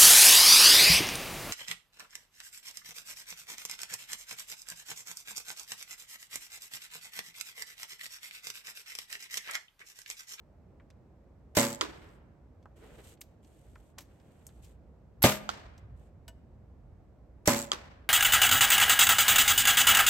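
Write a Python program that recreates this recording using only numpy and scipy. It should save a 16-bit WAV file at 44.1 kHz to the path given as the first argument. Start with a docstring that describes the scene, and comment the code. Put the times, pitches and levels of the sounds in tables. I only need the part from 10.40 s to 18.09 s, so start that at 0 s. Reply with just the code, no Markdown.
"""Archers in a quiet wood

Two archers shoot three arrows from compound bows, a few steps from the listener. Noise makes each arrow's hiss,
damped modes and rattling noise the slam and ring of the bow, and ticking noise the buzz of its string. A quarter
second later a far target cracks, thuds and shudders, and decaying noise answers from the trees. Cloth and gear are
shaped noise, with a ringing clink; a far bird whistles late on, over a low, swelling rumble."""
import sys
import numpy as np
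from scipy import signal
from scipy.fft import rfft, irfft, next_fast_len
from scipy.io import wavfile

SR = 44100
rng = np.random.default_rng(int(sys.argv[2]) if len(sys.argv) > 2 else 0)


def unload_wav(signal):
    """Save mono or channel-first audio to the path in sys.argv[1] as 16-bit WAV at rate SR, clipped to [-1, 1]."""
    wavfile.write(
        sys.argv[1],
        SR,
        np.round(np.clip(np.atleast_2d(signal).T, -1, 1) * 32767).astype(np.int16),
    )


N = 339129
T = np.arange(SR) / SR  # one second of time since a blow


def amp(db):
    """Decibels to gain."""
    return np.exp(np.asarray(db) * (np.log(10) / 20))


def unit(x):
    """Scales to rms 1."""
    return x / np.sqrt(np.mean(x ** 2) + 1e-20)


def read(points, hz):
    """Reads a table on a log-frequency axis."""
    f, value = np.transpose(points)
    return np.interp(np.log(hz + 1), np.log(f + 1), value)


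def add(mix, s, sound):
    """Mixes a sound in at time s, cut off at the end of the mix."""
    part = mix[:, round(s * SR):][:, :sound.shape[1]]
    part += sound[:, :part.shape[1]]


def fall(t60):
    """Exponential decay by 60 dB in t60 seconds."""
    return np.exp(-np.minimum(np.log(1000) * T / max(t60, 1e-4), 40))


def hump(centre_hz, octaves):
    """The spectrum of one broad resonance, as a table of Hz and dB."""
    hz = np.geomspace(20, SR / 2, 80)
    distance = np.log2(hz / centre_hz) / octaves
    return np.c_[hz, -20 * np.log10(1 + distance ** 4)]


# How alike the two sides are. Each row: frequency in Hz, left-right coherence from 0 to 1.
COHERENCE = [(100, 0.96), (400, 0.69), (900, 0.68), (1600, 0.41), (3000, 0.13), (7000, .1), (14000, 0.027)]


def noise(spectrum, size=SR, diffuse=False):
    """Stereo noise of rms 1; unless diffuse, both sides are alike in the bass and drift apart above."""
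    full = next_fast_len(size, real=True)
    hz = np.fft.rfftfreq(full, 1 / SR)
    left, other = rng.standard_normal((2, 2 * len(hz))).view(complex)
    same = 0 if diffuse else np.clip(read(COHERENCE, hz), -1, 1)
    right = same * left + np.sqrt(1 - same ** 2) * other
    coloured = np.array([left, right]) * amp(read(spectrum, hz))
    return unit(irfft(coloured, full)[:, :size])


def wander(size, rate_hz):
    """Random motion of rms 1, in straight glides between random points."""
    knots = rng.standard_normal(int(size / SR * rate_hz) + 2)
    return unit(np.interp(np.arange(size) / SR * rate_hz, np.arange(len(knots)), knots))


def ring(modes, build=0.0084, waver=0):
    """Damped modes, neighbours in opposite phase; long ones build up slowly, and a shaking body makes each waver."""
    out = np.zeros(SR)
    for k, (hz, db, t60) in enumerate(modes):
        drift = waver * wander(SR, rate_hz=28) * np.minimum(T / 0.055, 1)
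        envelope = fall(t60) * (1 - np.exp(-T / (build * t60)))
        out += (-1) ** k * amp(db) * envelope * np.sin(2 * np.pi * hz * T + drift)
    return out


# Share of the left-right level difference that is heard. Each row: frequency in Hz, factor.
SHADOW = [(150, 0.26), (600, 1), (1400, 1.7), (3000, 0.4), (7000, 0), (13000, 0.084)]


def place(x, lag_ms, pan_db, turn=0):
    """Direction: the left port leads by a delay, a phase turn in radians and a level difference."""
    hz, side = np.fft.rfftfreq(SR, 1 / SR), np.array([[.5], [-.5]])
    angle = 2 * np.pi * hz * lag_ms / 1000 + turn
    ports = np.exp(1j * side * angle) * amp(side * pan_db * read(SHADOW, hz))
    fade_out = np.minimum(1, 2 * (1 - T)) ** 2
    return irfft(rfft(x) * ports, SR) * fade_out


# How long the trees keep sounding. Each row: frequency in Hz, decay by 60 dB in seconds.
TREES_T60 = [(100, 0.8), (500, 1.0), (1500, 1.05), (3500, 0.69), (7000, 0.51), (14000, 0.46)]


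def trees(spectrum, rise_s):
    """Echoes from many trunks: a lumpy tail whose treble dies first."""
    hz, t, z = signal.stft(noise(spectrum, diffuse=True), SR, nperseg=256)
    decay = amp(-60 * t / read(TREES_T60, hz)[:, None])
    tail = signal.istft(z * decay, SR, nperseg=256)[1][:, :SR]
    return tail * (1 - np.exp(-T / rise_s)) * amp(1.5 * wander(SR, rate_hz=120))


# Wind and far traffic. Each row: frequency in Hz, relative level in dB per Hz.
AIR = [(12, -55.5), (25, -29.5), (42, -7), (60, 1.5), (100, -5.5), (150, -9.5), (230, -13), (400, -18.5),
       (580, -19.5), (760, -24.5), (1200, -33.5), (2200, -42), (3300, -50), (13000, -58)]
BREEZE_S, BREEZE_RISE_S, BREEZE_DB = 4.16, .4, 3.5  # a breeze comes up and lifts the rumble


def air():
    """The hush of the open wood, over a rumble that gently swells."""
    hush = amp(-56.5) * noise(AIR, N) * amp([[-.8], [.8]])
    rumble = signal.sosfiltfilt(signal.butter(2, 170, fs=SR, output="sos"), hush)
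    breeze = np.clip((np.arange(N) / SR - BREEZE_S) / BREEZE_RISE_S, 0, 1)
    swell_db = BREEZE_DB * breeze + 1.8 * wander(N, rate_hz=7.8)
    return hush + rumble * (amp(swell_db) - 1)  # only the rumble swells


CLICK_DIRECT = .8  # share of a click's power that comes straight to both ports


def click(db, centre_hz, octaves, t60):
    """Two hard parts touch and chatter briefly: noise round one resonance, dying fast."""
    size = SR // 5
    chatter = (fall(t60) + amp(-20) * fall(0.13))[:size] * amp(2 * wander(size, rate_hz=720))
    colour, direct = hump(centre_hz, octaves), np.clip(CLICK_DIRECT, 0, 1)
    straight = np.sqrt(direct) * noise(colour, size)[0]
    spread = np.sqrt(1 - direct) * noise(colour, size)
    return amp(db) * chatter * (straight + spread)


# Nocks, release hooks and straps being handled.
# Each row: start in seconds, level in dB, centre in Hz, width in octaves, t60 in seconds.
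CLICKS = [(.399, -61, 1390, 0.78, 0.069), (0.5032, -59, 2400, 1.5, .035), (2.2573, -47.5, 1070, .6, .033),
          (2.8091, -45, 11400, .5, .023), (2.814, -37.5, 6500, 2.14, .022),
          (3.3575, -50, 1360, 0.64, 0.027), (3.5797, -48.5, 697, 0.74, 0.083),
          (3.5838, -40, 3500, 1.9, 0.048), (3.606, -52, 6500, 2.6, 0.1), (4.0676, -41.5, 8500, 0.55, 0.026),
          (4.2438, -59, 5500, 1.7, .09), (5.378, -61, 4000, 1.5, .047), (5.8805, -46, 3200, 2.4, 0.046)]
# Faint ticks while the archers reload: span (from s, to s) and rate, then their typical sound.
FIDGET_SPAN, FIDGETS_PER_S = (1.8, 4.3), 3
FIDGET_DB, FIDGET_HZ, FIDGET_OCTAVES, FIDGET_T60 = -69, 2600, 1.3, .04
NOCKING_S = 5.8807  # an arrow snaps onto the string and its shaft clinks
# Modes of the clinking shaft. Each row: frequency in Hz, level in dB, t60 in seconds.
CLINK = [(660, -54.5, 0.14), (950, -57, .14), (1504, -54.5, .09), (1770, -58.5, 0.11), (2930, -50, 0.094),
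         (7860, -51, 0.067)]


def gear():
    """Small hard parts knock together: a few clear clicks, faint ticks at random, and the clink of a nocked arrow."""
    out = np.zeros((2, N))
    for s, *blow in CLICKS:
        add(out, s, click(*blow))
    for s in np.arange(*FIDGET_SPAN, 1 / FIDGETS_PER_S):
        late, force, pitch = rng.uniform(-1.1, 1, 3)
        tick_hz = FIDGET_HZ * 2 ** (.6 * pitch)
        add(out, s + .12 * late, click(FIDGET_DB + 3 * force, tick_hz, FIDGET_OCTAVES, FIDGET_T60))
    add(out, NOCKING_S, place(ring(CLINK), 0, pan_db=3))
    return out


def string_slaps(string_hz, slap_hz, slap_t60):
    """The swinging string ticks against its stop once a cycle, unevenly."""
    jitter, force = rng.standard_normal((2, 40))
    times = (np.arange(1, len(jitter) + 1) + .09 * jitter) / string_hz
    train = np.zeros(SR)
    train[(times * SR).astype(int)] = amp(4.8 * np.clip(force, -2, 1.5))
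    strokes = signal.fftconvolve(train, fall(0.0091))[:SR] * fall(slap_t60)
    return strokes * (noise(hump(slap_hz, 0.11)) + amp(-3.0) * noise(hump(6000, 1.5)))


# Limbs, riser and string of each bow; damped modes make the thump, long ones the twang.
# Each row: frequency in Hz, relative level in dB, t60 in seconds.
BOW_MODES = { "right": [(90, -21.5, 0.053), (120, -32.5, 0.46), (153, -37, 0.55), (195, -20, 0.052),
             (226.7, -27, .52), (241.3, -33, .35), (257.5, -27, 0.43), (312, -19.5, 0.056),
             (344, -34.5, .6), (400, -23, .06), (481, -38.5, .5), (565, -27.5, 0.51), (612, -17.5, 0.084),
             (705, -39.5, 0.37), (788, -29, 0.092), (843, -33.5, 0.12), (875, -38.5, 0.69),
             (970, -29.5, .1), (1014, -29, 0.26), (1175, -40.5, 0.3), (1744, -37.5, .12),
             (2043, -32, 0.15)], "left": [(79.76, -20, .08), (121, -17, .12), (134.5, -28, 0.29),
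             (162, -17, 0.1), (205, -31, .65), (239, -16, 0.12), (263.8, -24.5, .17), (300, -26, .12),
             (355, -21, .1), (422, -22, .08), (528, -26.5, 0.24), (585, -17, .14), (630, -30, .45),
             (703, -25, .14), (840, -31.5, 0.3), (980, -35.5, 0.22), (1120, -33.5, .15), (1214, -27.5, 0.3),
             (1670, -31.5, .12), (2068, -34, .15), (2393, -35.5, .23), (3090, -35.5, .16)]}
# Rattle of cables and fittings, by bow. Each row: frequency in Hz, relative level in dB per Hz.
RATTLE = {"right": [(150, -24.5), (400, -3), (800, -1), (1400, -4), (2200, -4.5), (3300, -9.5), (5000, -9),
          (7500, -7.5), (12500, -11.5), (16000, -13.5)], "left": [(150, -18.5), (400, -1.5), (800, -2),
          (1400, -5.5), (2200, -5), (3300, -7), (5000, -11), (7500, -11), (12500, -12), (16000, -20)]}
# Each bow: levels in dB of slam, rattle, slaps and slide, t60 in seconds of rattle and slaps, string and slap
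# pitch in Hz, length of the full buzz in seconds, lead of the left port in ms, left-over-right level in dB.
BOWS = {"right": dict(slam_db=-21.5, rattle_db=-23, rattle_t60=0.41, string_hz=112.8, slap_hz=7500, slap_db=-23, slap_t60=0.69, buzz_s=.17, slide_db=-38, lag_ms=-.09, pan_db=-3),
        "left": dict(slam_db=-21, rattle_db=-17, rattle_t60=0.31, string_hz=135.1, slap_hz=12500, slap_db=-16, slap_t60=.25, buzz_s=.135, slide_db=-33, lag_ms=.08, pan_db=1)}
# The shaft sliding on its rest. Each row: frequency in Hz, relative level in dB per Hz.
SLIDE = [(200, -15), (800, -0.5), (2500, -0.5), (4000, -3), (7000, -1.5), (12500, -0.5), (16000, -7.5)]
STROKE_LEAD = .019  # s from release to slam


def shot(level_db, crack_db, name):
    """The arrow's hiss surges as it slides off; the string slams home with a crack, a thump and a dying buzz."""
    bow, out = BOWS[name], np.zeros((2, SR))
    slide_times = [0, .002, STROKE_LEAD - .005, STROKE_LEAD, STROKE_LEAD + 0.0017]
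    hiss = np.interp(T, slide_times, [0.5, 1.13, 0.74, 3.5, 0])
    slide = amp(bow["slide_db"]) * noise(SLIDE) * hiss
    crack_noise = noise(hump(bow["slap_hz"] * .97, .5))[0]
    crack = amp(crack_db) * crack_noise * np.exp(-abs(T - STROKE_LEAD) / 0.00081)
    rebound = amp(-2) * np.exp(-abs(T - .0072) / .0009)  # the cams bounce once on their stops
    slam = amp(bow["slam_db"]) * noise(RATTLE[name]) * (fall(.07) + rebound)
    shaking = fall(bow["rattle_t60"]) * amp(2.3 * wander(SR, rate_hz=350))
    rattle = amp(bow["rattle_db"]) * noise(RATTLE[name]) * shaking
    slaps = amp(bow["slap_db"]) * string_slaps(bow["string_hz"], bow["slap_hz"], bow["slap_t60"])
    # small swings no longer reach the stop
    touching = np.interp(T, [bow["buzz_s"], bow["buzz_s"] + .025], [1, .2])
    # the bow shakes in the hand
    twang = ring(BOW_MODES[name], build=0.013, waver=.45) * amp(1.3 * wander(SR, rate_hz=50))
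    add(out, 0, slide)
    add(out, STROKE_LEAD, slam + (rattle + slaps) * touching + twang)
    body = place(out, bow["lag_ms"], bow["pan_db"])
    return amp(level_db) * (body + place(crack, 0, pan_db=-2, turn=0.76))


# Each row: second when the string slams home, level in dB, crack in dB relative to that level, which bow.
SHOTS = [(1.1699, 0.5, -15.5, "right"), (4.8397, 0, -25.5, "left"), (7.0760, .5, -10, "right")]


def shots():
    """Each bow stroke begins at the release, so that its slam lands on time."""
    out = np.zeros((2, N))
    for slam_s, *stroke in SHOTS:
        add(out, slam_s - STROKE_LEAD, shot(*stroke))
    return out


# Modes of the struck arrow. Each row: frequency in Hz, relative level in dB, t60 in seconds.
SHAFT = [(3300, -0.5, 0.0073), (4800, -7, 0.0067), (6960, -3.5, 0.0047)]
# The shuddering target. Each row: frequency in Hz, relative level in dB per Hz.
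TARGET = [(120, -22.5), (380, 0.5), (700, -5.5), (1200, 1.5), (2200, -9), (3500, -5.5), (6000, -10),
          (9000, -17), (15000, -28.5)]
# Colour of the wood's answer. Each row: frequency in Hz, relative level in dB per Hz.
TREES = [(120, -14), (400, 0), (1300, -1.5), (3000, -6), (5000, -9), (8000, -15.5), (14000, -27)]


def target_hit(crack_db, thud_db, thud_hz, shudder_db, boom_db, echo_db):
    """The shaft cracks, the target thuds, shudders and booms, and the wood answers."""
    crack = amp(crack_db) * ring(SHAFT, build=.04) * 2
    thud = amp(thud_db) * ring([(thud_hz, 3, .016), (thud_hz * .55, -3, .012)], build=0.027)
    shudder = amp(shudder_db) * noise(TARGET) * fall(0.13) * amp(3.3 * wander(SR, rate_hz=400))
    boom_envelope = (fall(0.14) + amp(-14.5) * fall(0.83)) * (1 - np.exp(-T / 0.0077))
    boom = amp(boom_db) * noise(hump(350, .4)) * boom_envelope
    echo = amp(echo_db - 41.5) * trees(TREES, rise_s=.008)
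    return place(crack + thud + shudder + boom, 0, pan_db=-4.0, turn=-1.78) + echo


# Arrows striking the target. Each row: start in seconds, relative levels of crack and thud in dB,
# thud in Hz, relative levels of shudder, hollow boom and echo in dB.
HITS = [(1.411, -17, -23, 1050, -28, -33.5, -2.5), (5.0913, -25.5, -19.5, 1355, -36.5, -54, -5),
        (7.3175, -14, -24, 1260, -31, -49, -4)]


def target_hits():
    """Every arrow that strikes the far target."""
    out = np.zeros((2, N))
    for s, *blow in HITS:
        add(out, s, target_hit(*blow))
    return out


# Strokes of sleeves and straps. Each row: start in seconds, length in seconds, swish in dB, brush in dB,
# growth of the swish from start to end in dB.
STROKES = [(1.48, .32, -75, -64, -8), (2.355, .335, -69.5, -57, 5), (2.63, 0.13, -59.5, -62.5, 5),
           (3.021, .52, -74.5, -75, -2), (3.62, .64, -78, -69.5, 6), (4.22, .15, -71, -70.5, -16),
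           (5.56, 0.15, -79.5, -75, 1.5)]
# Grainy fibres. Each row: frequency in Hz, relative level in dB per Hz.
SWISH = [(1500, -12), (3000, 0.5), (5200, -7.5), (8200, 3), (12500, -4.5), (16000, -15)]
# Cloth on cloth. Each row: frequency in Hz, relative level in dB per Hz.
BRUSH = [(150, -1.5), (280, 3.5), (430, 11), (650, 0), (1000, -5.5), (1800, -5.5), (3000, -10),
         (6000, -25.5)]
CLOTH_ATTACK_S, CLOTH_RELEASE_S = .012, .05  # every swish starts and stops alike
BRUSH_ARCH = .5  # the cloth presses hardest in mid-stroke (power of a half sine)


def clothes():
    """Cloth brushes on cloth; fibres catch and let go in a grainy swish."""
    out = np.zeros((2, N))
    for s, length, swish_db, brush_db, growth_db in STROKES:
        t = np.arange(0, length, 1 / SR)
        motion = np.clip(np.minimum(t / CLOTH_ATTACK_S, (length - t) / CLOTH_RELEASE_S), 0, 1)
        pressure = abs(np.sin(np.pi * t / length)) ** BRUSH_ARCH
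        grain_db = growth_db * (t / length - .5) + 2.4 * wander(len(t), rate_hz=500)
        swish = noise(SWISH, len(t)) * amp(swish_db + grain_db)
        brush = noise(BRUSH, len(t)) * amp(brush_db + 3 * wander(len(t), rate_hz=60))
        add(out, s, (swish * motion + brush * pressure) * amp([[-.4], [.4]]))
    return out


# The left bow's arrow on its rest. Each row: seconds before the slam, level in dB, centre in Hz,
# width in octaves, t60 in seconds.
SQUEAKS = [(.0157, -27.5, 12000, .29, .025), (.0104, -10, 12800, .35, .0074), (.0029, -22.5, 3900, .3, .02)]


def squeaks():
    """The left bow's arrow squeaks along its rest in narrow bursts just before the slam."""
    out = np.zeros((2, N))
    for slam_s, _, _, name in SHOTS:
        if name == "left":
            for early_s, *squeak in SQUEAKS:
                add(out, slam_s - early_s, click(*squeak))
    return out


BIRD_START_S, BIRD_STEP_S = 6.9, .125  # a far bird repeats a falling note


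def bird(level_db=-91, top_hz=2350, bottom_hz=1700, note_s=.09, count=9):
    """Short falling whistles, each a little different, heard only through the echo of the wood."""
    song = np.zeros((1, N))
    pitch = np.interp(T, [0, note_s], [top_hz, bottom_hz])
    swell = np.sin(np.pi * np.minimum(T / note_s, 1)) ** 2
    for k, (detune, effort) in enumerate(rng.standard_normal((count, 2))):
        note = np.sin(2 * np.pi * np.cumsum(pitch * (1 + .06 * detune)) / SR)
        add(song, BIRD_START_S + k * BIRD_STEP_S, (amp(2.9 * effort) * swell * note)[None])
    echo = trees(hump(2005, 1), rise_s=0.0023) * fall(0.37)
    return amp(level_db) * signal.fftconvolve(song, echo / np.linalg.norm(echo[0]), axes=1)[:, :N]


def scene():
    """Near bows, gear and clothes with a faint echo, the far target, the air and a bird."""
    near = gear() + shots() + clothes() + squeaks()
    tail = trees([(100, -2), (1500, -0.5), (6000, -2), (14000, -6.5)], rise_s=0.013)
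    echo = signal.fftconvolve(near, tail / np.linalg.norm(tail[0]), axes=1)[:, :N]
    return near + amp(-23.5) * echo + target_hits() + air() + bird()


# Two fixed dips in the treble, near 9.8 and 14.6 kHz. Each row: frequency in Hz, gain in dB.
TREBLE_DIPS = [(8800, 0), (9500, -26), (10100, -26.5), (10800, -1), (13300, 0.5), (14300, -19),
               (15000, -18), (15700, -3)]
EDGE_HZ = 16300  # upper band limit


def record(dry):
    """Applies the two treble dips, then the upper band limit."""
    dipped = irfft(rfft(dry) * amp(read(TREBLE_DIPS, np.fft.rfftfreq(N, 1 / SR))), N)
    low_pass = signal.firwin(255, EDGE_HZ, window=("kaiser", 9), fs=SR)
    return signal.oaconvolve(dipped, low_pass[None], "same")


dry = scene()
out = record(dry)
unload_wav(out)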